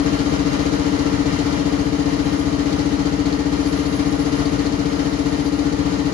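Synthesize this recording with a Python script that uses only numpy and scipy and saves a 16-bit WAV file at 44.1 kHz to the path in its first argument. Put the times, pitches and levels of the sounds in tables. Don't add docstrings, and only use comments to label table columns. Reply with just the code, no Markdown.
import sys
import numpy as np
from scipy import signal
from scipy.fft import rfft, irfft
from scipy.io import wavfile

SR = 44100
rng = np.random.default_rng(int(sys.argv[2]) if len(sys.argv) > 2 else 0)


def master(y):
    cut = np.clip(np.atleast_2d(y).T, -1, 1)
    pcm = np.round(cut * 32767)
    wavfile.write(sys.argv[1], SR, pcm.astype(np.int16))


N = 270333
TIME = np.arange(N) / SR
BINS = np.maximum(np.arange(N // 2 + 1) * SR / N, 1)

CYCLE_HZ = 15.0042
STRONG_FIRING_S = 0.052

# (frequency [Hz], coherence [0-1], phase lead of the left [rad])
STEREO_LIKENESS = [(25, 0, .2), (60, 0.4, 0.41), (288, 0.91, 0.35), (367, 0, 0.098), (450, 1, 1.2),
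                   (510, 1, 3.68), (650, 0, 4.45), (820, 0, 4.65), (1392, 0.08, 5.1), (1542, 0.93, 3.1),
                   (1678, 0.65, 2.46), (1933, 0, 6.7), (2430, 0.11, 6.75), (6500, 0, 6.45)]
# (frequency [Hz], half width [Hz], depth [dB])
NOISE_DIPS = [(1590, 37, 0), (1755, 17, -12), (2240, 40, -4.5), (2635, 55, -4.5)]
# (frequency [Hz], left [dB per Hz], right [dB per Hz])
AIR_COLOUR = [(20, -61.5, -67), (55.3, -55, -63), (146, -48, -58.5), (238, -54.5, -60.5), (360, -60, -62.5),
              (506, -58, -68), (670, -61, -69), (1100, -66.5, -66.5), (1670, -66.5, -65.5),
              (3080, -70.5, -76.5), (4560, -71, -79.5), (6240, -73.5, -76), (7860, -81.5, -95.5),
              (10800, -82, -61.5)]
# (time [s], level [dB])
RUSH_LEVEL = [(0, 1), (1.6, 0.62), (1.85, -0.9), (2.3, -0.2), (2.55, 0), (3.3, -1.5), (4.4, -0.2),
              (5.2, -1.1), (6.13, -1)]
# (time [s], level [dB])
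WHISTLE_LEVEL = [(0, -1), (0.9, -1), (1.5, -10.5), (2.3, 7), (3.3, -16), (3.7, 11), (4.3, 9.5), (5.0, -1.5),
                 (5.45, 12.5), (6.13, -18)]
# (frequency [Hz], left [dB], right [dB])
RATTLE_LINES = [(646, -62, -64.5), (920, -59, -57), (1340, -56.5, -63.5), (1750, -64, -63),
                (1820, -74.5, -61), (2090, -68.5, -70.5), (2710, -76, -73.5)]
# (frequency [Hz], left [dB per Hz], right [dB per Hz])
CLATTER_COLOUR = [(497, -62.5, -66), (1480, -79, -77), (2540, -77, -71), (3280, -74.5, -87.5),
                  (4200, -74.5, -72), (5900, -71.5, -90.5), (7650, -77, -76), (7970, -77, -82),
                  (11000, -86, -75)]
# (time after the strong firing [s], force [dB])
VALVE_TICKS = [(0.003, -3.5), (0.007, -10.5), (0.0098, 3), (0.017, -10), (0.045, -6)]
# (time [s], clatter force [dB], ping level [dB])
HARD_KNOCKS = [(0.189, 1, -32.5), (0.321, -3, -29), (0.389, -12, -37), (0.654, 1, -36), (0.719, -1, -36),
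               (0.790, -20, -34.5), (0.989, -4, -31), (1.388, 2, -36.5), (1.524, -14, -40),
               (1.655, -8, -33), (1.724, -10, -32), (1.790, -8, -31), (1.924, -6, -34), (2.189, -4, -32.5),
               (2.724, -10, -32), (2.793, -18, -30.5), (3.256, -4, -30), (3.324, -8, -32),
               (3.655, -18, -32), (3.855, -16, -29), (4.254, -8, -34), (4.321, -4, -30.5),
               (4.455, -5, -26.5), (4.589, -10, -35), (4.664, -12, -30), (4.722, -8, -35), (5.387, -4, -34),
               (5.523, -12, -35)]
# (frequency [Hz], width [Hz], left [dB], right [dB])
STEEL_PARTS = [(1863, 120, -48, -49.5), (2090, 200, -54.5, -53.5), (3150, 220, -57.5, -66.5),
               (3620, 220, -55, -62), (3955, 64, -49.5, -59), (4355, 110, -49, -53.5),
               (4690, 37, -48.5, -54)]
# (frequency [Hz], width [Hz], left [dB], right [dB])
HOUSING_MODES = [(140, 24, -46, -49), (182.3, 28, -43, -49), (290.3, 44, -31.5, -44.5),
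                 (350, 78, -44.5, -51.5), (466.3, 9.2, -41.5, -55)]
# (frequency [Hz], left [dB], right [dB])
PANEL_TONES = [(525, -42.5, -50), (540, -42.5, -51), (555, -44.5, -57), (570, -48, -50), (585, -45, -52),
               (600, -42, -57), (660, -41.5, -48), (705, -50.5, -54), (720, -47.5, -60),
               (795, -45.5, -51.5), (810, -47, -50), (840, -48, -51.5), (870, -48, -46.5), (900, -51, -58),
               (945, -51, -54), (960, -49.5, -51), (1035, -52, -53), (1125, -49.5, -59), (1155, -53, -55),
               (1170, -51, -59), (1290, -54, -56), (1470, -58, -53), (1830, -54, -53)]
# (frequency [Hz], width [Hz], left [dB], right [dB], arrival after the strong firing [s])
ENCLOSURE_BOOMS = [(63.6, 10.6, -32.5, -37, 0.0272), (81.8, 13.7, -31, -40, 0.02277),
                   (124.66, 11.6, -40.5, -45, 0.0522), (154.9, 27.77, -32.5, -41, 0.013),
                   (191.4, 25.7, -35.5, -40, -0.0035), (246.6, 11, -36.5, -42.5, -0.0095),
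                   (271, 9.63, -29.5, -38, 0.066), (289.24, 14.9, -18.5, -28.5, 0.0234),
                   (312.6, 9.13, -28, -52.5, -0.00355), (361.55, 3.44, -36.5, -43.5, -0.016),
                   (392, 6.1, -40.5, -56.5, 0.0215), (423.8, 16.1, -39.5, -43.5, -0.0103),
                   (455.8, 11.13, -27, -41.5, 0.0154), (492.5, 10.18, -40, -68.5, 0.04786)]
# (frequency [Hz], left [dB], right [dB])
LINE_BED = [(45, -45.5, -52), (240, -58, -66.5), (340, -65.5, -64), (490, -55, -64.5), (620, -60.5, -60),
            (875, -55.5, -58.5), (1100, -65, -68), (1400, -59, -58)]


def from_db(db):
    return 10 ** (np.asarray(db) / 20)


def rms_one(x):
    return x / np.sqrt(np.mean(x ** 2) + 1e-20)


def at_hz(rows, hz):
    points, *columns = np.transpose(rows)
    return np.array([np.interp(np.log(hz), np.log(points), c) for c in columns])


def over_time(rows):
    return from_db(np.interp(TIME, *np.transpose(rows)))


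def drift(rate_hz, size=8192):
    hz = np.arange(size // 2 + 1) * SR / N
    spectrum = rfft(rng.standard_normal(size)) / (1 + (hz / rate_hz) ** 2)
    wander = rms_one(irfft(spectrum, size))
    return np.interp(np.arange(N) * size / N, np.arange(size), wander)


def noise_ripple(ripple_db, count=220):
    pitches = np.geomspace(500, 8000, count)
    ripple = np.interp(BINS, pitches, ripple_db * rng.standard_normal(count), left=0, right=0)
    dips = sum(db / (1 + ((BINS - hz) / width_hz) ** 4) for hz, width_hz, db in NOISE_DIPS)
    return ripple + dips


def stereo_noise(colour=None):
    one, other = rfft(rng.standard_normal((2, N)))
    alike, lead = at_hz(STEREO_LIKENESS, BINS)
    alike = np.clip(alike, 0, 1)
    right = (alike * one + np.sqrt(1 - alike ** 2) * other) * np.exp(-1j * lead)
    pair = np.array([one, right])
    if colour is not None:
        colour_db = at_hz(colour, BINS) + noise_ripple(ripple_db=3.0)
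        pair = pair * from_db(colour_db) * np.sqrt(SR / 2)
    return irfft(pair, N)


def resonate(force, modes):
    spectrum, out = rfft(force), 0
    for hz, width_hz, left_db, right_db in modes:
        detuning = (BINS / hz - hz / BINS) * hz / width_hz
        ringing = irfft(spectrum / (1 + .5j * detuning) ** 2, N)
        out = out + from_db([[left_db], [right_db]]) * rms_one(ringing)
    return out


def blows(cycles, delay_s, rise_s, decay_s, uneven_db):
    position = cycles - delay_s * CYCLE_HZ
    number = np.floor(position).astype(int)
    age = position % 1 / CYCLE_HZ
    strength = from_db(uneven_db * rng.standard_normal(N))[number]
    return strength * (1 - np.exp(-age / rise_s)) * np.exp(-age / decay_s)


def stroke(cycles, depth, delay_s, count=1):
    return 1 + depth * np.cos(2 * np.pi * count * (cycles - delay_s * CYCLE_HZ))


def each_cycle(cycles, orders, level_db, phase, size=4096):
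    lines = np.zeros((2, size // 2 + 1), complex)
    lines[:, orders] = from_db(level_db) * np.exp(1j * phase) * size / np.sqrt(2)
    crank = np.arange(size) / size
    return np.array([np.interp(cycles, crank, shape, period=1) for shape in irfft(lines, size)])


def panel_orders():
    return np.round(np.array(PANEL_TONES)[:, 0] / CYCLE_HZ).astype(int)


def wide_top(pair, opposed_hz=7810):
    left, right = rfft(pair)
    turn = np.pi / 2 * np.clip((BINS - opposed_hz) / 1400 + .5, 0, 1)
    return irfft(np.array([left, np.cos(turn) * right - np.sin(turn) * left]), N)


def air_rush(cycles):
    strokes = blows(cycles, delay_s=0.009, rise_s=0.0032, decay_s=0.054, uneven_db=2.5)
    return stereo_noise(AIR_COLOUR) * (0.84 + 0.27 * strokes)


def turbo_whistle():
    mode = [(10742, 16, -58, -58)]   # Hz, width Hz, left and right dB before the level ride
    tone = signal.hilbert(resonate(rng.standard_normal(N), mode))
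    return np.real(tone * np.exp(1j * np.array([[0], [2.6]])))


def rattle(cycles, scatter_db):
    orders = np.setdiff1d(np.arange(45, 175), panel_orders())
    hz = orders * CYCLE_HZ
    level_db = at_hz(RATTLE_LINES, hz) + scatter_db * rng.uniform(-1.5, 1, (2, len(orders)))
    phase = rng.uniform(-np.pi, np.pi, len(orders))
    lead = at_hz(STEREO_LIKENESS, hz)[1] + 0.73 * rng.standard_normal(len(orders))
    comb = each_cycle(cycles, orders, level_db, np.array([phase, phase - lead]))
    return comb * stroke(cycles, depth=0.4, delay_s=.012, count=4)


def pings(decay_s=0.012, right_db=-10.5, detune=0.008, uneven_db=2.5):
    out = np.zeros(N)
    for knock_s, _, ping_db in HARD_KNOCKS:
        start = int(knock_s * SR)
        age = TIME[:min(N - start, SR // 10)]
        for hz, *_ in STEEL_PARTS[-2:]:
            pitch, strength = rng.standard_normal(2)
            wave = np.sin(2 * np.pi * hz * (1 + detune * pitch) * age) * np.exp(-age / decay_s)
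            out[start:start + len(age)] += from_db(ping_db + uneven_db * strength) * wave / np.sqrt(2)
    return out * from_db([[0], [right_db]])


def hard_knocks(decay_s=0.021):
    force = np.zeros(N)
    for knock_s, clatter_db, _ in HARD_KNOCKS:
        start = int(knock_s * SR)
        force[start:] += from_db(clatter_db) * np.exp(-TIME[:N - start] / decay_s)
    return force


def clatter(cycles, grain_db):
    spray = blows(cycles, delay_s=0.0043, rise_s=0.0008, decay_s=0.046, uneven_db=0.55)
    ticks = 0
    for delay_s, tick_db in VALVE_TICKS:
        tick = blows(cycles, delay_s, rise_s=0.00072, decay_s=0.0017, uneven_db=4.5)
        ticks = ticks + from_db(tick_db) * tick
    force = np.sqrt(spray ** 2 + ticks ** 2 + hard_knocks() ** 2)
    contacts = stereo_noise(CLATTER_COLOUR) * force * from_db(grain_db * drift(250))
    first_hit = blows(cycles, delay_s=0.003, rise_s=0.0014, decay_s=0.061, uneven_db=1.7)
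    knock = 0.19 + first_hit + 0.87 * ticks
    return contacts + resonate(stereo_noise() * knock, STEEL_PARTS)


def rumble(cycles):
    firing = blows(cycles, delay_s=-.003, rise_s=.002, decay_s=.018, uneven_db=1.5)
    return resonate(stereo_noise() * (0.6 + firing), HOUSING_MODES)


def panels(cycles, wander, wander_hz):
    out = 0
    for order, (hz, left_db, right_db) in zip(panel_orders(), PANEL_TONES):
        swell = (1 + wander * drift(wander_hz)) / np.sqrt(1 + wander ** 2)
        phase = 2 * np.pi * (order * cycles + rng.random()) + wander * drift(wander_hz)
        pair = np.cos([phase, phase - at_hz(STEREO_LIKENESS, hz)[1]])
        out = out + np.sqrt(2) * from_db([[left_db], [right_db]]) * swell * pair
    return out


def enclosure(hz):
    centre, width, left_db, right_db, arrival_s = np.transpose(ENCLOSURE_BOOMS)
    share = (1 + ((hz[:, None] - centre) / width) ** 2) ** -4
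    power = from_db([left_db, right_db]) ** 2
    late_s = share @ (power[0] * arrival_s) / (share @ power[0])
    return power @ share.T, late_s


def hum(cycles, waver_db, scatter_db, count=90):
    orders = np.arange(3, count)
    hz = orders * CYCLE_HZ
    scattered = hz > 500
    even_odd_db = -0.5 * (-1.0) ** orders
    scatter = scattered * scatter_db * rng.uniform(-0.9, 1, len(hz))
    bed_db = at_hz(LINE_BED, hz) + even_odd_db + scatter
    level_db = 10 * np.log10(from_db(bed_db) ** 2 + enclosure(hz)[0])
    phase = -2 * np.pi * CYCLE_HZ * np.cumsum(enclosure(hz - CYCLE_HZ / 2)[1])
    phase = phase + scattered * rng.uniform(-np.pi, np.pi, len(hz))
    phase = np.array([phase, phase - at_hz(STEREO_LIKENESS, hz)[1]])
    free = ~np.isin(orders, panel_orders())
    low, high = free & ~scattered, free & scattered
    boom = each_cycle(cycles, orders[low], level_db[:, low], phase[:, low])
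    buzz = each_cycle(cycles, orders[high], level_db[:, high], phase[:, high])
    buzz = buzz * stroke(cycles, depth=0.091, delay_s=0.01, count=4)
    buzz = buzz + panels(cycles, wander=0.35, wander_hz=3.6)
    buzz = buzz * stroke(cycles, depth=0.13, delay_s=0.028)
    return boom + buzz * from_db(waver_db * drift(15))


def scene():
    cycles = (TIME - STRONG_FIRING_S) * CYCLE_HZ + 0.0021 * drift(1.9)
    rush = air_rush(cycles) + rattle(cycles, scatter_db=2.0)
    rush = rush * from_db(0.81 * drift(8.8))
    rush = rush * over_time(RUSH_LEVEL)
    whistle = over_time(WHISTLE_LEVEL) * turbo_whistle()
    metal = clatter(cycles, grain_db=1.2) + pings()
    low = hum(cycles, waver_db=0.5, scatter_db=4.0) + rumble(cycles)
    low = low * from_db(-0.11 * (TIME - TIME.mean()))
    return low + wide_top(rush + metal) + whistle


def record(dry):
    dry = signal.sosfilt(signal.butter(2, 25, "high", fs=SR, output="sos"), dry)
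    return signal.sosfilt(signal.ellip(10, .2, 80, 11200, fs=SR, output="sos"), dry)


dry = scene()
out = record(dry)
master(out)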